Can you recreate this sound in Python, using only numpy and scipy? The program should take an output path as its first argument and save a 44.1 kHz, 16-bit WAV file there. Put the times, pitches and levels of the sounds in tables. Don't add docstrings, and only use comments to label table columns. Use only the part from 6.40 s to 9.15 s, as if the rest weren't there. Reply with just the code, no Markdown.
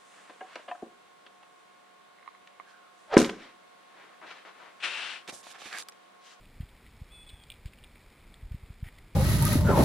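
import sys
import numpy as np
from scipy import signal
from scipy.fft import rfft, irfft
from scipy.io import wavfile

SR = 44100
rng = np.random.default_rng(int(sys.argv[2]) if len(sys.argv) > 2 else 0)


def wav_out(sig):
    wavfile.write(sys.argv[1], SR, np.round(np.clip(np.atleast_2d(sig).T, -1, 1) * 32767).astype(np.int16))


N = 121275
T = np.arange(N) / SR

# (frequency [Hz], relative level [dB])
AIR_SPECTRUM = [(100, -21.5), (300, -2), (1000, -2.5), (2200, -5.5), (3300, -3.5), (5000, -0.5),
                (5800, -6.5)]
# (frequency [Hz], relative level [dB])
WIND_SPECTRUM = [(12, -17), (25, 0), (50, -2), (100, -9), (170, -14), (250, -16), (400, -25.5), (800, -48)]
# (time [s], level [dB])
WIND_GUSTS = [(0, -54.5), (.4, -57), (.5, -54), (.65, -58.5), (.77, -58), (.9, -54.5), (1.07, -55.5),
              (1.2, -57), (1.4, -55), (1.75, -59.5), (1.9, -53), (2.05, -54), (2.35, -56.5), (2.48, -54.5),
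              (2.58, -56.5), (2.64, -53.5), (2.75, -57.5)]
# (time [s], peak level [dB], half length [s])
WIND_PUFFS = [(0.2057, -27.5, 0.0021), (0.2347, -34, 0.0028), (.6188, -33.5, 0.0024),
              (0.938, -40.5, 0.0043), (1.2592, -30.5, 0.0028), (2.032, -35, 0.0031), (2.055, -34, 0.0056),
              (2.1164, -29, 0.0031), (2.1465, -29.5, 0.002), (2.2354, -38, 0.00326), (2.305, -35, 0.0024),
              (2.4303, -27, 0.0023), (2.462, -39.5, 0.0034), (2.4706, -39.5, 0.0024)]
# (frequency [Hz], relative level [dB])
TYRE_SPECTRUM = [(100, -7), (250, -2.5), (400, 2), (700, -0.5), (1100, -1.5), (1650, -4), (2000, -1),
                 (2350, 1), (2800, -9), (3500, -6.5), (4300, -12), (5600, -12)]
# (frequency [Hz], relative level [dB])
GRIT_SPECTRUM = [(800, -29), (2000, 8), (3300, 7), (5500, 3.5)]
# (frequency [Hz], relative level [dB])
LEAF_SPECTRUM = [(500, -15), (1000, -4.5), (1500, -7), (1950, 7.5), (2500, -3), (3300, -5.5), (4200, -15.5),
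                 (5500, -9.5)]
# (peak time [s], level [dB], half length [s])
LEAF_CRUNCHES = [(2.443, -54, 0.0034), (2.454, -55.5, 0.0072), (2.477, -52, 0.012), (2.487, -48.5, 0.0024),
                 (2.527, -57, 0.0023), (2.586, -54, 0.0058)]
# (time [s], level [dB], centre [Hz], width [Hz], decay [s])
PART_TICKS = [(0.055, -50.5, 3000, 2000, 0.002), (0.209, -57, 2220, 2180, 0.023),
              (0.291, -54, 3100, 2000, 0.0026), (0.464, -53, 2240, 1500, 0.008),
              (0.743, -61, 3850, 2000, 0.0028), (0.805, -61, 2980, 1500, .003),
              (0.851, -57, 3080, 1200, 0.004), (0.89, -46.5, 3620, 1190, 0.0036),
              (.893, -47, 3530, 696, 0.0055), (0.901, -51, 2400, 1800, 0.0033),
              (0.933, -60, 2818, 2500, .004), (1.036, -48, 3600, 2000, .003),
              (1.2576, -42, 3030, 3500, 0.0026), (1.266, -54.5, 2960, 2000, 0.016),
              (1.335, -42, 2340, 1010, 0.0017), (1.385, -53, 2730, 1500, 0.0052),
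              (1.556, -52.5, 1960, 1400, .005), (1.9408, -46, 3670, 3840, 0.0026),
              (2.119, -53, 2040, 1770, 0.01), (2.261, -56, 3130, 2500, 0.0026),
              (2.585, -48, 3170, 3040, 0.0013)]
# (time [s], level [dB])
BRAKE_CLICKS = [(1.1018, -27.5), (1.1086, -43.5), (1.1178, -37), (1.1186, -36), (1.121, -40), (1.1207, -57),
                (1.1231, -39), (1.1404, -43), (1.439, -37), (1.4435, -37.5)]
# (frequency [Hz], relative level [dB], time to fall 60 dB [s])
BRAKE_RING = [(2430, -15.5, 0.033), (2880, 1, 0.0049), (3340, 5.5, 0.0045), (3530, -15, 0.0022)]
# (time [s], pitch of the lead harmonic [Hz], level [dB], roughness [0-1])
SQUEAL_PATH = [(.695, 3180, -79, .5), (0.714, 3395, -63, 0.11), (.746, 3460, -57.5, 0.07),
               (.785, 3412, -59, 0.12), (0.832, 3425, -58, 0.03), (.855, 3450, -72, 0.52),
               (0.875, 3390, -58, 0.21), (0.917, 3420, -63.5, 0), (.95, 3440, -61.5, 0.55),
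               (.972, 3356, -66, 0.5), (.997, 3403, -68.5, 0.72), (1.027, 3294, -60.5, 0.23),
               (1.052, 3310, -73, 0.38), (1.08, 3300, -78, 0.85)]
# (harmonic [number], relative level [dB])
SQUEAL_HARMONICS = [(3, -6), (4, 3.5), (5, -20)]


def undb(db):
    return 10 ** (np.asarray(db) / 20)


def unit(x):
    return x / np.sqrt(np.mean(x ** 2))


def colour(x, spectrum):
    hz, db = np.array(spectrum).T
    freqs = np.maximum(np.fft.rfftfreq(N, 1 / SR), 1)
    gain = undb(np.interp(np.log(freqs), np.log(hz), db))
    return unit(irfft(rfft(x) * gain, N))


def band(x, hz, width_hz):
    return unit(signal.lfilter(*signal.iirpeak(hz, hz / width_hz, fs=SR), x))


def wander(rate_hz):
    freqs = np.fft.rfftfreq(N, 1 / SR)
    return unit(irfft(rfft(rng.standard_normal(N)) * np.exp(-(freqs / rate_hz) ** 2), N))


def air(level_db=-75):
    return undb(level_db) * colour(rng.standard_normal(N), AIR_SPECTRUM)


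def wind_rumble(flicker_db=0.5):
    rumble = colour(rng.standard_normal(N), WIND_SPECTRUM)
    gust_db = np.interp(T, *np.array(WIND_GUSTS).T)
    return rumble * undb(gust_db + flicker_db * wander(20))


def wind_puffs(leak_hz=37.8, damping=1.54):
    omega = 2 * np.pi * leak_hz
    bass_leak = signal.bilinear([1, 0, 0], [1, damping * omega, omega ** 2], SR)
    out = np.zeros(N)
    for time, db, half_length in WIND_PUFFS:
        dip = 1e-12 - np.exp(-np.minimum(((T - time) / half_length) ** 2, 50))
        thump = signal.lfilter(*bass_leak, dip)
        out += undb(db) * thump / np.abs(thump).max()
    return out


def tyres(hiss_db=-60.5, sway_db=0.5, grit_db=-67, grains_per_s=180):
    hiss = colour(rng.standard_normal(N), TYRE_SPECTRUM) * undb(hiss_db + sway_db * wander(7.4))
    size_db = np.minimum(14 * rng.exponential(size=N), 9)
    hits = rng.random(N) < grains_per_s / SR
    grains = hits * undb(size_db) * rng.choice([-1, 1], N)
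    return hiss + undb(grit_db) * colour(grains, GRIT_SPECTRUM)


def leaf_crunch(cracks_per_s=5000):
    cracks = rng.standard_normal(N) * (rng.random(N) < cracks_per_s / SR)
    envelope = sum(undb(db) * np.exp(-0.5 * ((T - time) / half_length) ** 2)
                   for time, db, half_length in LEAF_CRUNCHES)
    return colour(cracks, LEAF_SPECTRUM) * envelope


def part_ticks(attack_s=0.00063):
    out = np.zeros(N)
    for time, db, hz, width, decay in PART_TICKS:
        age = np.maximum(T - time, 0)
        burst = band(band(rng.standard_normal(N), hz, width), hz, width)
        envelope = np.minimum(age / attack_s, 1) * np.exp(-np.minimum(age / decay, 20))
        out += undb(db) * burst * envelope
    return out


def brake_clicks(attack_s=0.00073, detune=0.018):
    out = np.zeros(N)
    for time, db in BRAKE_CLICKS:
        age = np.maximum(T - time, 0)
        attack = np.minimum(age / attack_s, 1)
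        for hz, mode_db, t60 in BRAKE_RING:
            pitch = hz * (1 + detune * rng.standard_normal())
            decay = undb(-60 * np.minimum(age / t60, 10))
            out += undb(db + mode_db) * np.sin(2 * np.pi * pitch * age) * attack * decay
    return out


def brake_squeal(lead_harmonic=4, jitter_hz=72.5, chatter_hz=165, flutter_db=7.5, fade_s=0.007):
    times, hz, db, roughness = np.array(SQUEAL_PATH).T
    rough = np.interp(T, times, roughness)
    pitch = np.interp(T, times, hz) + jitter_hz * rough * wander(160)
    phase = 2 * np.pi * np.cumsum(pitch / lead_harmonic) / SR
    tone = np.sqrt(2) * sum(undb(level) * np.sin(k * phase) for k, level in SQUEAL_HARMONICS)
    rub = wander(140) * np.sin(phase) + wander(140) * np.cos(phase)
    chatter = 1 + rough * np.sin(2 * np.pi * chatter_hz * T + wander(27))
    voice = np.sqrt(1 - rough ** 2) * tone * chatter + undb(-2) * rough * rub
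    gate = np.clip(np.minimum(T - times[0], times[-1] - T) / fade_s, 0, 1)
    level_db = np.interp(T, times, db) + flutter_db * rough * wander(140)
    return voice * gate * undb(level_db)


def scene():
    bicycle = brake_squeal() + brake_clicks() + part_ticks() + leaf_crunch() + tyres()
    mid = bicycle + wind_rumble() + wind_puffs()
    side = air()
    return np.array([mid + side, mid - side])


def record(dry):
    hold_hz, anti_alias_hz, top_hz = 12000, 5650, 15200
    slow = signal.resample_poly(dry, hold_hz, SR, axis=1)
    slow = signal.sosfiltfilt(signal.butter(2, anti_alias_hz, fs=hold_hz, output="sos"), slow)
    stairs = np.repeat(slow, 4, axis=1)
    held = signal.resample_poly(stairs, SR, 4 * hold_hz, axis=1)[:, :N]
    noise_floor = undb(-78) * rng.standard_normal(N)
    high_cut = signal.ellip(12, 0.2, 70, top_hz, fs=SR, output="sos")
    return signal.sosfilt(high_cut, held + noise_floor)


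dry = scene()
out = record(dry)
wav_out(out)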